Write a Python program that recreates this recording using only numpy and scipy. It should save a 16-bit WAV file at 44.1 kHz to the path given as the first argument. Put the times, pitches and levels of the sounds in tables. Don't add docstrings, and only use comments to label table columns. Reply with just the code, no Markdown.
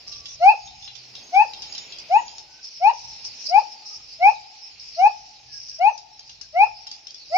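import sys
import numpy as np
from scipy import signal
from scipy.fft import rfft, irfft, next_fast_len
from scipy.io import wavfile
from scipy.ndimage import uniform_filter1d, minimum_filter1d

SR = 44100
rng = np.random.default_rng(int(sys.argv[2]) if len(sys.argv) > 2 else 0)


def waveform_to_disk(signal):
    frames = np.transpose(np.atleast_2d(signal))
    scaled = np.clip(frames, -1, 1) * 32767
    samples = np.round(scaled).astype(np.int16)
    wavfile.write(sys.argv[1], SR, samples)


N = 325017
TIME = np.arange(N) / SR

# time in seconds, level in dB.
RUMBLE_LEVEL = [(0.0, -65), (0.66, -73.5), (1.07, -72), (2.75, -73.5), (3.27, -67.5), (3.47, -72),
                (7.07, -70.5), (7.25, -66.5)]
# frequency in Hz, level in dB.
RUMBLE_SPECTRUM = [(22, -13.5), (42, 0.5), (70, 2), (100, 0.5), (125, 1.5), (160, -5.5), (260, -16.5),
                   (500, -32)]
# time in seconds, level in dB.
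AIR_AND_RUSTLE_LEVEL = [(0.0, -63), (0.32, -67.5), (0.83, -74.5), (1.19, -61), (2.06, -61), (2.77, -72.5),
                        (3.39, -64), (4.66, -73), (4.91, -71), (6.86, -74), (7.25, -70.5)]
# frequency in Hz, level in dB.
AIR_AND_RUSTLE_SPECTRUM = [(100, -12), (220, 4.5), (500, 4), (800, 6), (1200, -6.5), (2000, -2.5),
                           (6000, -10), (9000, -27.5), (15000, -23.5)]
# start in seconds, length in seconds, frequency in Hz, level in dB.
PASSING_HUMS = [(0.86, 0.39, 125.8, -59), (2.98, 0.398, 120.8, -64)]
# time in seconds, level of the insect drone in dB,
# level of the mesh's faint steady rattling below the drone in dB.
DRONE_AND_RATTLING_LEVEL = [(0.0, -55, -59), (0.29, -47, -59), (0.94, -52.5, -57.5), (1.5, -48, -59),
                            (1.76, -49, -51.5), (2.26, -51, -54.5), (2.44, -53, -61), (2.91, -48, -57.5),
                            (3.4, -43, -54), (3.8, -48, -59.5), (4.62, -49.5, -59), (4.95, -47.5, -56.5),
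                            (5.36, -49.5, -62), (5.75, -59.5, -60.5), (5.99, -54, -65), (6.94, -53, -60.5),
                            (7.1, -56, -63.5), (7.37, -40.5, -61)]
# frequency in Hz, level in dB.
DRONE_SPECTRUM = [(2240, -50), (3800, -18), (4420, -9), (4690, -7), (5320, -2), (5540, -7), (6240, -18),
                  (6450, -22.5), (6740, -23.5), (6980, -26), (9070, -53), (15400, -120)]
# frequency in Hz, level in dB.
RATTLING_SPECTRUM = [(1700, -13), (2100, -4.5), (2500, 3.5), (3200, -2), (4000, -2), (4700, -6),
                     (5500, -45.5), (8000, -56.5)]
# start in seconds, length in seconds, centre in Hz, level in dB.
INSECT_RASPS = [(0.07, 0.14, 5440, -41), (0.283, 0.077, 5760, -42.5), (2.628, 0.066, 5280, -40),
                (2.933, 0.19, 5550, -43), (3.243, 0.04, 5470, -35.5), (3.392, 0.073, 5520, -37.5),
                (3.45, 0.066, 5080, -29.5), (3.855, 0.126, 5360, -39), (4.796, 0.22, 5200, -42.5),
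                (5.518, 0.28, 5350, -40.5), (5.692, 0.028, 5370, -45)]
# start in seconds, length in seconds, first and last pitch in Hz, level in dB.
BIRD_NOTES = [(.05, 0.34, 1190, 1116, -60.5), (0.401, 0.52, 6580, 6460, -58), (1.14, 0.3, 6470, 6380, -52),
              (1.614, 0.34, 6660, 6850, -50.5), (2.069, 0.36, 6730, 6830, -50),
              (2.447, 0.2, 1484, 1530, -56), (3.778, 0.35, 1245, 1250, -62),
              (5.465, 0.17, 1760, 1570, -55.5), (5.686, 0.12, 1730, 1504, -59.5),
              (5.875, 0.11, 6350, 5820, -45), (6.185, 0.057, 6150, 6280, -43.5),
              (6.269, .09, 6150, 6110, -44), (6.412, .062, 1756, 1470, -57.5)]
# time in seconds, peak in dB, low wires against high in dB, pan in dB.
MESH_TICKS = [(.0803, -27.5, -25, -3.5), (.1216, -26, -9.5, -5), (0.2557, -25, -10, -4.5),
              (.6734, -31.5, -5.5, 2.5), (.823, -33, -4, -1.5), (0.8506, -31, -6.5, -5),
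              (0.8768, -27.5, 13, 5), (0.9524, -29, -11, -16.5), (1.152, -26.5, -2.5, -1.5),
              (1.3444, -30.5, -5.5, -2), (1.5343, -24.5, -3.5, 1), (1.6204, -21.5, -13.5, 2),
              (1.7234, -23, -23, -4), (1.7485, -23, -11, -1.5), (1.7792, -21, -16.5, -1.5),
              (1.922, -24.5, -2.5, 4), (1.985, -26.5, -22.5, 1.5), (2.2793, -27.5, -10.5, 1),
              (2.382, -25, -21, 0), (2.6427, -28, -17.5, -3.5), (3.2493, -22, -24.5, 3),
              (5.6845, -32.5, -29, 9), (5.9774, -28, -21.5, -1), (6.1932, -27.5, -21.5, -0.5),
              (6.294, -30, -8.5, -3.5), (6.412, -25.5, -24, 7.5), (6.8678, -26, -15.5, 1.5),
              (6.9135, -21.5, -17, 0.5), (7.0694, -25, -13, 2), (7.1065, -28.5, -29, -7),
              (7.1433, -28, -20, 3)]
# nominal frequency in Hz, level in dB, time to fall 60 dB in seconds.
WIRE_MODES = [(2790, -4.5, 0.045), (3220, -7, 0.15), (3545, -3.5, 0.11), (3984, 1.5, 0.036),
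              (4683, -5.5, 0.021), (4574, -7.5, 0.045), (5120, 2, 0.032), (5592, -0.5, 0.017),
              (5370, -11.5, 0.0049), (6300, -3, .012), (6930, -6.5, 0.012)]
# start in seconds, rise in seconds, crest held in seconds, first pitch in Hz,
# pitch at the top of the glide in Hz, level in dB, attack in seconds, fade into the crest in seconds,
# depth of that fade in dB, mouth resonance in Hz, third harmonic there in dB, pan in dB.
GIBBON_WHOOPS = [(0.393, 0.11, 0.014, 604.7, 855.7, -7, .019, .014, 7.5, 2537, -7.5, 3),
                 (1.316, 0.11, 0.0025, 669, 882.7, -11, 0.015, 0.013, 5, 2504, -8, 5.1),
                 (2.089, 0.095, 0.017, 589.3, 926.4, -10, 0.016, 0.013, 13, 2497, -11, 3.5),
                 (2.796, .1, 0.0073, 607.3, 921, -10.5, .018, 0.012, 4.5, 2450, -11, 4.5),
                 (3.483, 0.11, 0.0047, 581, 885, -8.5, 0.03, 0.01, 11, 2413, -12, 7.5),
                 (4.188, 0.11, 0.0022, 618, 873, -9, .021, 0.0084, 8.5, 2373, -6, 3.5),
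                 (4.961, .12, .002, 611, 872.4, -9.5, 0.021, 0.011, 14.5, 2493, -11.5, 4),
                 (5.782, 0.11, 0.004, 603.3, 895, -11.5, 0.017, 0.01, 7.5, 2475, -8, 6),
                 (6.526, 0.12, 0.0018, 574, 879.4, -10.5, 0.025, 0.0079, 9.5, 2428, -6, 4),
                 (7.297, 0.12, .002, 553, 896, -9, 0.028, .06, 16.5, 2360, -7.5, 1.5)]
# frequency in Hz, level in dB against the fundamental.
THROAT_SPECTRUM = [(1200, -15.5), (1550, -36), (1800, -28), (2900, -26.5), (3500, -54), (4400, -31),
                   (5200, -39.5), (6300, -45), (7500, -63), (9000, -60), (10500, -75.5), (15000, -77.5)]
# frequency in Hz, level in dB.
BREATH_SPECTRUM = [(3000, -4.5), (6500, -3.5), (8000, -9.5), (9300, -9.5), (10200, -23), (15000, -21)]
# delay in seconds, level in dB.
LEFT_REFLECTIONS = [(.003497, -10.5), (.011538, -10), (.015329, -18.5)]
# delay in seconds, level in dB.
RIGHT_REFLECTIONS = [(.005997, -14), (.010956, -7.5), (.035558, -13.5)]

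SNAP_S = 0.0018
RATTLE_DB, RATTLE_S = -14, 0.035
GLIDE_BOW = 0.85
ONSET_DB, ONSET_SHAPE = 49, 1.27
CREST_KICK_HZ = 32.4
BREAK_S, BREAK_OCTAVES, BREAK_BOW = 0.036, 1.1, 1.3
RELEASE_DB_PER_S, BREAK_BRIGHT_DB = 1150.5, 12.5
MOUTH_WIDTH_HZ = 170
THIRD_FLUTTER_DB, OVERTONE_FLUTTER_DB = 2.5, 3.5
CUTOFF_HZ = 15500


def from_db(db):
    return 10 ** (np.asarray(db) / 20)


def rms_one(x):
    return x / np.sqrt(np.mean(x ** 2) + 1e-20)


def in_time(rows):
    seconds, *columns = np.transpose(rows)
    return [np.interp(TIME, seconds, column) for column in columns]


def at_hz(points, hz):
    f, db = np.transpose(points)
    return np.interp(np.log(hz + 1), np.log(f), db)


def panned(x, pan_db):
    left = from_db(pan_db)
    return np.array([x * left, x]) * 2 / (1 + left)


def drift(rate, size=N, count=2000):
    return np.interp(np.arange(size) / SR * rate, np.arange(count), rng.standard_normal(count), period=count)


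def noise(colour, alike):
    size = next_fast_len(N, True)
    hz = np.fft.rfftfreq(size, 1 / SR)
    in_range = (hz > colour[0][0] / 2) * (hz < colour[-1][0] * 2)
    gain = from_db(at_hz(colour, hz)) * in_range
    mid, side = irfft(rfft(rng.standard_normal((2, size))) * gain, size)[:, :N]
    alike = np.clip(alike, 0, 1)
    side_gain = np.sqrt((1 - alike) / (1 + alike))
    return (mid + side_gain * side * [[1], [-1]]) / mid.std()


def band(x, hz, width_hz):
    edges = [hz - width_hz / 2, hz + width_hz / 2]
    return signal.sosfilt(signal.butter(2, edges, "band", fs=SR, output="sos"), x)


def add(out, start, x):
    i = max(int(start * SR), 0)
    out[:, i:i + x.shape[1]] += x[:, :max(N - i, 0)]


def swell(t, length, edge):
    return np.sin(np.pi / 2 * np.clip(np.minimum(t, length - t) / edge, 0, 1))


def ring(blows, hz, t60):
    r, w = from_db(-60 / (t60 * SR)), 2 * np.pi * hz / SR
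    return signal.lfilter([0, np.sin(w)], [1, -2 * r * np.cos(w), r * r], blows)


def air_and_rustle(rumble_db=3, middle_db=5, lumps_db=5.5):
    rumble_level_db, rush_level_db = in_time(RUMBLE_LEVEL) + in_time(AIR_AND_RUSTLE_LEVEL)
    rumble, rush = noise(RUMBLE_SPECTRUM, alike=0.84), noise(AIR_AND_RUSTLE_SPECTRUM, alike=0.75)
    out = rumble * from_db(rumble_level_db + rumble_db + lumps_db * drift(7.5))
    out += rush * from_db(rush_level_db + middle_db)
    for start, length, hz, db in PASSING_HUMS:
        t = np.arange(int(length * SR)) / SR
        hum = np.sin(2 * np.pi * hz * t) * swell(t, length, 0.13)
        add(out, start, panned(hum * from_db(db), 0))
    return out * panned(np.ones(1), 1.9)


def insects(drone_db=0.0, flutter_db=1.0, pan_db=-1.0, rasp_width_hz=800,
            rasp_grain_db=-3.0, rasp_db=0.0, singer_db=5.0, count=9):
    level_db, _ = in_time(DRONE_AND_RATTLING_LEVEL)
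    hisses = [noise(DRONE_SPECTRUM, alike=0.2), noise(DRONE_SPECTRUM, alike=0.2)]
    pitches, chorus = np.linspace(3900, 7200, count), 0
    spacing_hz = pitches[1] - pitches[0]
    for k, hz in enumerate(pitches):
        singers = band(hisses[k % 2], hz, spacing_hz)
        chorus = chorus + singers * from_db(singer_db * drift(22))
    out = chorus * from_db(level_db + drone_db + flutter_db * drift(110)) * panned(np.ones(1), pan_db)
    grain = rng.standard_normal((2, N))
    for start, length, hz, db in INSECT_RASPS:
        t = np.arange(int(length * SR)) / SR
        piece = grain[:, int(start * SR):][:, :len(t)]
        buzz = rms_one(band(band(piece, hz, rasp_width_hz), hz, 2 * rasp_width_hz))
        level = from_db(db + rasp_db + rasp_grain_db * drift(140, len(t)))
        add(out, start, buzz * swell(t, length, 0.003) * level)
    return out


def bird(waver=0.0099, flicker_db=6.0):
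    out = np.zeros((2, N))
    for start, length, first_hz, last_hz, db in BIRD_NOTES:
        t = np.arange(int(length * SR)) / SR
        hz = np.interp(t, [0, length], [first_hz, last_hz]) * (1 + waver * drift(500, len(t)))
        tone = np.sin(2 * np.pi * np.cumsum(hz) / SR) * swell(t, length, 0.15)
        level = from_db(db + flicker_db * drift(60, len(t)))
        add(out, start, panned(tone * level, -1.0))
    return out


def mesh_rattling(rattling_db=2.0, flutter_db=1.0):
    _, level_db = in_time(DRONE_AND_RATTLING_LEVEL)
    return noise(RATTLING_SPECTRUM, alike=0.2) * from_db(level_db + rattling_db + flutter_db * drift(120))


def mesh_ticks(contacts_per_s=4000, level_db=1.0, low_db=4, split_hz=4200, top_hz=6400):
    out, t = np.zeros((2, N)), np.arange(SR // 10) / SR
    force = np.exp(-t / SNAP_S) + from_db(RATTLE_DB) * np.exp(-t / RATTLE_S)
    for start, db, low_wires_db, pan_db in MESH_TICKS:
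        touches = (rng.random(len(t)) < contacts_per_s / SR) * force
        tick = 0
        for hz, mode_db, t60 in WIRE_MODES:
            pitch = hz * (1 + 0.02 * rng.standard_normal())
            gain = from_db(mode_db + (hz < split_hz) * (low_wires_db + low_db))
            tick = tick + gain * ring(touches * rng.standard_normal((2, len(t))), pitch, t60)
        tick = tick / np.abs(tick).max()
        add(out, start, tick * from_db(db + level_db) * panned(np.ones(1), pan_db))
    return signal.sosfilt(signal.butter(8, top_hz, fs=SR, output="sos"), out + 1e-18)


def whoop_shape(t, rise_s, crest_s, first_hz, top_hz, attack_s, fade_s, fade_db):
    past = np.maximum(t - rise_s - crest_s, 0)
    broken = past / BREAK_S
    strain = np.clip(1 + (t - rise_s) / max(fade_s, 0.01), 0, 1)
    glide = np.minimum(t / rise_s, 1) ** GLIDE_BOW
    hz = first_hz + (top_hz - first_hz) * glide + CREST_KICK_HZ * strain ** 2
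    onset_db = -ONSET_DB * np.exp(-(t / attack_s) ** ONSET_SHAPE)
    db = onset_db - fade_db * strain - RELEASE_DB_PER_S * past
    return hz * 2 ** (-BREAK_OCTAVES * broken ** BREAK_BOW), db, strain, broken


def gibbon(softness=0.23, strain_bright_db=4, third_strain_db=3, third_break_db=14, jitter=0.00041,
           break_jitter=0.047, shimmer_db=1.04, overtone_db=-1.0, rush_db=-47, order=10):
    out, rush = np.zeros((2, N)), noise(BREATH_SPECTRUM, alike=0.35)
    for (start, rise_s, crest_s, first_hz, top_hz, level_db, attack_s,
         fade_s, fade_db, mouth_hz, mouth_db, pan_db) in GIBBON_WHOOPS:
        t = np.arange(int((rise_s + crest_s + BREAK_S) * SR)) / SR
        hz, db, strain, broken = whoop_shape(t, rise_s, crest_s, first_hz, top_hz, attack_s, fade_s, fade_db)
        unsteady = jitter + break_jitter * np.sqrt(broken)
        phase = 2 * np.pi * np.cumsum(hz * (1 + unsteady * drift(600, len(t)))) / SR
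        soft_db = softness * db * (1 - strain)
        bright_db = soft_db + strain_bright_db * strain + BREAK_BRIGHT_DB * broken
        off_mouth_db = 10 * np.log10(1 + (2 * (3 * hz - mouth_hz) / MOUTH_WIDTH_HZ) ** 2)
        third_db = mouth_db - off_mouth_db + soft_db + third_strain_db * strain - third_break_db * broken
        third_db = third_db + THIRD_FLUTTER_DB * drift(76, len(t))
        voice = np.sin(phase)
        for k in range(2, order):
            if k == 3:
                partial_db = third_db
            else:
                flutter_db = OVERTONE_FLUTTER_DB * drift(83, len(t))
                partial_db = at_hz(THROAT_SPECTRUM, k * hz) + overtone_db + bright_db + flutter_db
            voice += from_db(partial_db) * np.sin(k * phase)
        level = from_db(level_db + db + shimmer_db * drift(190, len(t))) * swell(t, t[-1], 0.0013)
        breath = np.roll(rush, -int(start * SR), axis=1)[:, :len(t)]
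        airy = from_db(rush_db + bright_db) * breath
        add(out, start, level * (panned(np.sqrt(2) * voice, pan_db) + airy))
    return out


def left_late(x, lag_s=0.00014):
    return np.array([np.interp(TIME - lag_s, TIME, x[0]), x[1]])


def yard(x, shed_db=-18, shed_t60=0.24, trees_db=-28, trees_t60=1.07, first_s=0.03, trees_cut_hz=3000):
    t = np.arange(SR * 3 // 2) / SR
    near, far = rng.standard_normal((2, 2, len(t))) * (t > first_s)
    near = near * from_db(-60 * t / shed_t60)
    far = far * from_db(-60 * t / trees_t60)
    far = signal.sosfilt(signal.butter(1, trees_cut_hz, fs=SR, output="sos"), far / np.linalg.norm(far[0]))
    response = from_db(shed_db) * near / np.linalg.norm(near[0]) + from_db(trees_db) * far
    for side, echoes in zip(response, (LEFT_REFLECTIONS, RIGHT_REFLECTIONS)):
        for delay, db in echoes:
            side[round(delay * SR)] += from_db(db)
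    return x + signal.fftconvolve(x, response, axes=1)[:, :N]


def scene(gibbon_db=-1.1, bird_db=-2):
    near = from_db(gibbon_db) * left_late(gibbon()) + mesh_ticks() + from_db(bird_db) * bird()
    return yard(near) + insects() + mesh_rattling() + air_and_rustle()


def record(dry):
    needed = np.minimum(1, 0.95 / (np.abs(dry).max(axis=0) + 1e-9))
    limiter = uniform_filter1d(minimum_filter1d(needed, size=400), size=400)
    return signal.sosfilt(signal.ellip(10, 0.1, 80, CUTOFF_HZ, fs=SR, output="sos"), dry * limiter)


dry = scene()
out = record(dry)
waveform_to_disk(out)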